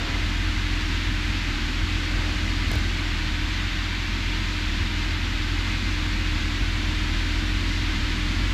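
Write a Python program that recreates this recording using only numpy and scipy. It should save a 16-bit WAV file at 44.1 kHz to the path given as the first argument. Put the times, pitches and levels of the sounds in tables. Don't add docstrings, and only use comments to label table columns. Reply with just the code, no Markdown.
import sys
import numpy as np
from scipy import signal
from scipy.fft import rfft, irfft
from scipy.io import wavfile

SR = 44100
rng = np.random.default_rng(int(sys.argv[2]) if len(sys.argv) > 2 else 0)


def waveform_to_disk(signal):
    frames = np.transpose(np.atleast_2d(signal))
    scaled = np.clip(frames, -1, 1) * 32767
    samples = np.round(scaled).astype(np.int16)
    wavfile.write(sys.argv[1], SR, samples)


N = 376173
TIME = np.arange(N) / SR
FREQS_HZ = np.maximum(np.fft.rfftfreq(N, 1 / SR), 1)
BLADE_HZ = 100.71

# multiple of the throb rate, relative level/dB
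THROB_HARMONICS = [(1, 0), (2, -4), (3, -28), (4, -24.5)]
# middle t/s, length/s, slowing/Hz
THROB_LULLS = [(0.02, 0.31, 4.2), (1.6, 0.38, 4.35), (3.25, .55, 4.6), (4.76, .3, 4.9), (5.38, 0.18, 2.5),
               (6.42, 0.335, 6.07), (7.1, .9, 2), (8.04, 0.46, 6)]
# t/s, relative level/dB
TURBULENCE_CURVE = [(0.0, -2), (0.3, -0.2), (1.0, 0), (1.7, -0.8), (2.3, 0.7), (2.9, 0.2), (3.95, -2.5),
                    (4.4, -1), (5.0, -1), (5.7, -0.1), (6.6, 0.0), (7.5, 1), (8.0, 0.4), (8.5, 1.5)]
# middle t/s, length/s, rise/dB
PANEL_GUSTS = [(0.03, 0.63, 10), (2.24, 0.58, 5.5), (2.75, .16, 3.5)]
# f/Hz, relative level/dB
RUSH_SPECTRUM = [(400, -30.5), (750, -10.5), (950, -5.5), (1400, -2), (1900, 1), (2500, 0.5), (3000, -1.5),
                 (3600, -1.5), (4600, -6.5), (5300, -11), (7200, -18), (9000, -31.5), (12000, -45),
                 (15000, -65)]
# f/Hz, width/Hz, boost/dB
RUSH_PEAKS = [(940, 40, 2.5), (1515, 55, 3.5), (1600, 30, 2), (2035, 50, 3), (2088, 12, 4), (2330, 18, 3.5),
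              (2560, 45, 1.5), (2855, 40, 2), (4400, 200, 1), (4720, 70, 1.5)]
# f/Hz, relative level/dB
RUMBLE_SPECTRUM = [(12, -19), (28, -6), (50, 10.5), (66, 8), (92, 2), (118, 3), (150, -0.5), (215, 1.5),
                   (260, -0.5), (310, -5), (360, -9), (400, -10.5), (440, -25.5), (600, -49)]
# multiple of the blade rate, level/dB
DRONE_HARMONICS = [(1, -41), (2, -48), (5, -63), (6, -67.5), (7, -73), (8, -63.5)]
# t/s, strike level/dB
THUMP_HITS = [(.231, -22), (.347, -23), (.760, -28), (.946, -22), (1.831, -17), (2.675, -13), (2.762, -8.5),
              (4.808, -16), (5.118, -20), (6.622, -17), (7.562, -23), (8.385, -28), (8.505, -26)]
# f/Hz, width/Hz, relative level/dB
PANEL_RESONANCES = [(417, 92, -4), (520, 110, -2), (607, 32, -0.5), (695, 22, 1), (850, 180, -4.5)]
# t/s, strike level/dB
FITTING_TAPS = [(2.676, -34), (2.684, -23), (2.7162, -9), (2.719, -23), (2.736, -13), (2.750, -20),
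                (2.7565, -11), (2.768, -34), (2.786, -18)]
# f/Hz, level/dB
WHINE_TONES = [(11408, -64.5), (12500, -72.5)]


def slipstream_throb(turbulence_db, even_hz=42.7, level_db=-27.0, jitter_hz=20):
    slowing_hz = swells(THROB_LULLS)
    rate_hz = even_hz - slowing_hz + 0.815 * drift(4)
    stumble = (0.032 + 0.0054 * slowing_hz) * drift(jitter_hz)
    cycles = np.cumsum(rate_hz) / SR + stumble
    dips = -sum(from_db(db) * np.cos(2 * np.pi * round(multiple) * cycles)
                for multiple, db in THROB_HARMONICS)
    throb_db = level_db + 0.94 * turbulence_db - 0.05 * slowing_hz + 0.7 * drift(jitter_hz)
    return np.sqrt(2) * from_db(throb_db) * dips


def canopy_rush(turbulence_db, swell_db=0.3, swell_hz=3.1):
    boost_db = sum(db * hump(hz, width) for hz, width, db in RUSH_PEAKS)
    air = cabin_echoes(noise(from_db(spectrum_db(RUSH_SPECTRUM) + boost_db)))
    air = air * from_db(0.16 * drift(12))
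    low, up_to_mid, up_to_high = below(air, 1400), below(air, 3600), below(air, 8500)
    low_db = -31.0 + 0.17 * swells(PANEL_GUSTS) + swell_db * drift(swell_hz)
    mid_db = -31.5 - 0.12 * turbulence_db
    high_db = -31.5 + 0.23 * turbulence_db + swell_db * drift(swell_hz)
    hiss_db = -27.5 + 0.97 * turbulence_db
    return (from_db(low_db) * low
            + from_db(mid_db) * (up_to_mid - low)
            + from_db(high_db) * (up_to_high - up_to_mid)
            + from_db(hiss_db) * (air - up_to_high))


def cabin_rumble(turbulence_db, level_db=-33.5):
    return from_db(level_db + turbulence_db) * noise(from_db(spectrum_db(RUMBLE_SPECTRUM)))


def propeller_growl(turbulence_db, level_db=-37.5, wander_hz=48):
    cycles = 3 * BLADE_HZ * TIME + 0.15 * drift(wander_hz)
    tone = below(np.sin(2 * np.pi * cycles), 396, steepness=12)
    flutter_db = drift(wander_hz)
    return np.sqrt(2) * from_db(level_db + turbulence_db + flutter_db) * tone


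def engine_drone(flutter_db=1.2, flutter_hz=5):
    cycles = BLADE_HZ * TIME + 0.017 * drift(6.4)
    drone = np.zeros(N)
    for multiple, db in DRONE_HARMONICS:
        tone = np.sin(2 * np.pi * (round(multiple) * cycles + rng.random()))
        drone += np.sqrt(2) * from_db(db + flutter_db * drift(flutter_hz)) * tone
    return drone


def gust_thumps(boom_hz=74):
    swing = ring(clicks(THUMP_HITS), boom_hz, fade_s=0.08)
    return signal.sosfilt(signal.butter(2, 400, fs=SR, output="sos"), swing)


def shaking_panels(turbulence_db, level_db=-50.0):
    power = sum(from_db(db) ** 2 * hump(hz, width) for hz, width, db in PANEL_RESONANCES)
    shake_db = level_db + turbulence_db + swells(PANEL_GUSTS) + 0.4 * drift(3)
    return from_db(shake_db) * noise(np.sqrt(power) / (1 + (FREQS_HZ / 1500) ** 4))


def fitting_ticks(ring_s=0.007, ping_hz=1150, chatter_s=0.012, chatter_top_hz=6000):
    taps = clicks(FITTING_TAPS)
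    spikes = signal.sosfilt(signal.butter(1, 5000, fs=SR, output="sos"), taps)
    knocks = sum(from_db(db) * ring(taps, hz, ring_s) for hz, _, db in PANEL_RESONANCES)
    ping = ring(taps, ping_hz, ring_s)
    fading = signal.lfilter([1], [1, -from_db(-60 / (chatter_s * SR))], taps + 1e-18)
    chatter = fading * noise(1 / np.sqrt(1 + (FREQS_HZ / chatter_top_hz) ** 2))
    return from_db(1.5) * spikes + from_db(-23) * knocks + from_db(-19) * ping + from_db(-28) * chatter


def electronics_whine(turbulence_db, buzz_db=-69, buzz_hz=9960, swing_hz=500):
    steady = sum(from_db(db) * np.sin(2 * np.pi * hz * TIME) for hz, db in WHINE_TONES)
    sweep = np.sin(2 * np.pi * 30 * TIME)
    cycles = np.cumsum(buzz_hz + swing_hz * sweep) / SR
    buzz = (1 - 0.25 * sweep) * np.sin(2 * np.pi * cycles)
    return np.sqrt(2) * (steady + from_db(turbulence_db + buzz_db) * buzz)


def cabin_echoes(sound, share=0.23, shift_hz=1.43, longest_s=0.016, count=14):
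    delays = (rng.uniform(0.001, longest_s, count) * SR).astype(int)
    echoes = sum(drift(shift_hz) * np.roll(sound, delay) for delay in delays)
    return rms_one(sound + share * echoes / np.sqrt(count))


def from_db(db):
    return 10 ** (np.asarray(db) / 20)


def rms_one(sound):
    return sound / np.sqrt(np.mean(sound ** 2) + 1e-20)


def spectrum_db(points):
    hz, db = np.transpose(points)
    return np.interp(np.log(FREQS_HZ), np.log(hz), db)


def hump(hz, width_hz):
    return 1 / (1 + (2 * (FREQS_HZ - hz) / width_hz) ** 2)


def noise(gain):
    return rms_one(irfft(rfft(rng.standard_normal(N)) * gain, N))


def drift(rate_hz, points=9000):
    hz = np.fft.rfftfreq(points, N / SR / points)
    slow = irfft(rfft(rng.standard_normal(points)) / (1 + (hz / rate_hz) ** 4), points)
    return np.interp(np.linspace(0, points - 1, N), np.arange(points), rms_one(slow))


def swells(rows):
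    return sum(height * np.cos(np.pi * np.clip((TIME - middle) / length, -0.5, 0.5)) ** 2
               for middle, length, height in rows)


def clicks(rows):
    track = np.zeros(N)
    for t, db in rows:
        track[min(round(t * SR), N - 1)] += from_db(db)
    return track


def ring(strikes, hz, fade_s):
    decay = from_db(-60 / (fade_s * SR))
    angle = 2 * np.pi * hz / SR
    return signal.lfilter([0, np.sin(angle)], [1, -2 * decay * np.cos(angle), decay ** 2], strikes + 1e-18)


def below(sound, hz, steepness=8):
    return irfft(rfft(sound) / (1 + (FREQS_HZ / hz) ** steepness), N)


def scene(leak_hz=29):
    times, levels_db = np.transpose(TURBULENCE_CURVE)
    turbulence_db = np.interp(TIME, times, levels_db)
    buffeting = slipstream_throb(turbulence_db) + gust_thumps()
    buffeting -= below(buffeting, leak_hz, steepness=12)
    engine = engine_drone() + propeller_growl(turbulence_db)
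    airflow = cabin_rumble(turbulence_db) + shaking_panels(turbulence_db) + canopy_rush(turbulence_db)
    cabin = buffeting + engine + airflow + fitting_ticks() + electronics_whine(turbulence_db)
    return np.stack([cabin, cabin])


def record(dry, cutoff_hz=15200):
    return signal.sosfilt(signal.ellip(10, 0.1, 80, cutoff_hz, fs=SR, output="sos"), dry)


dry = scene()
out = record(dry)
waveform_to_disk(out)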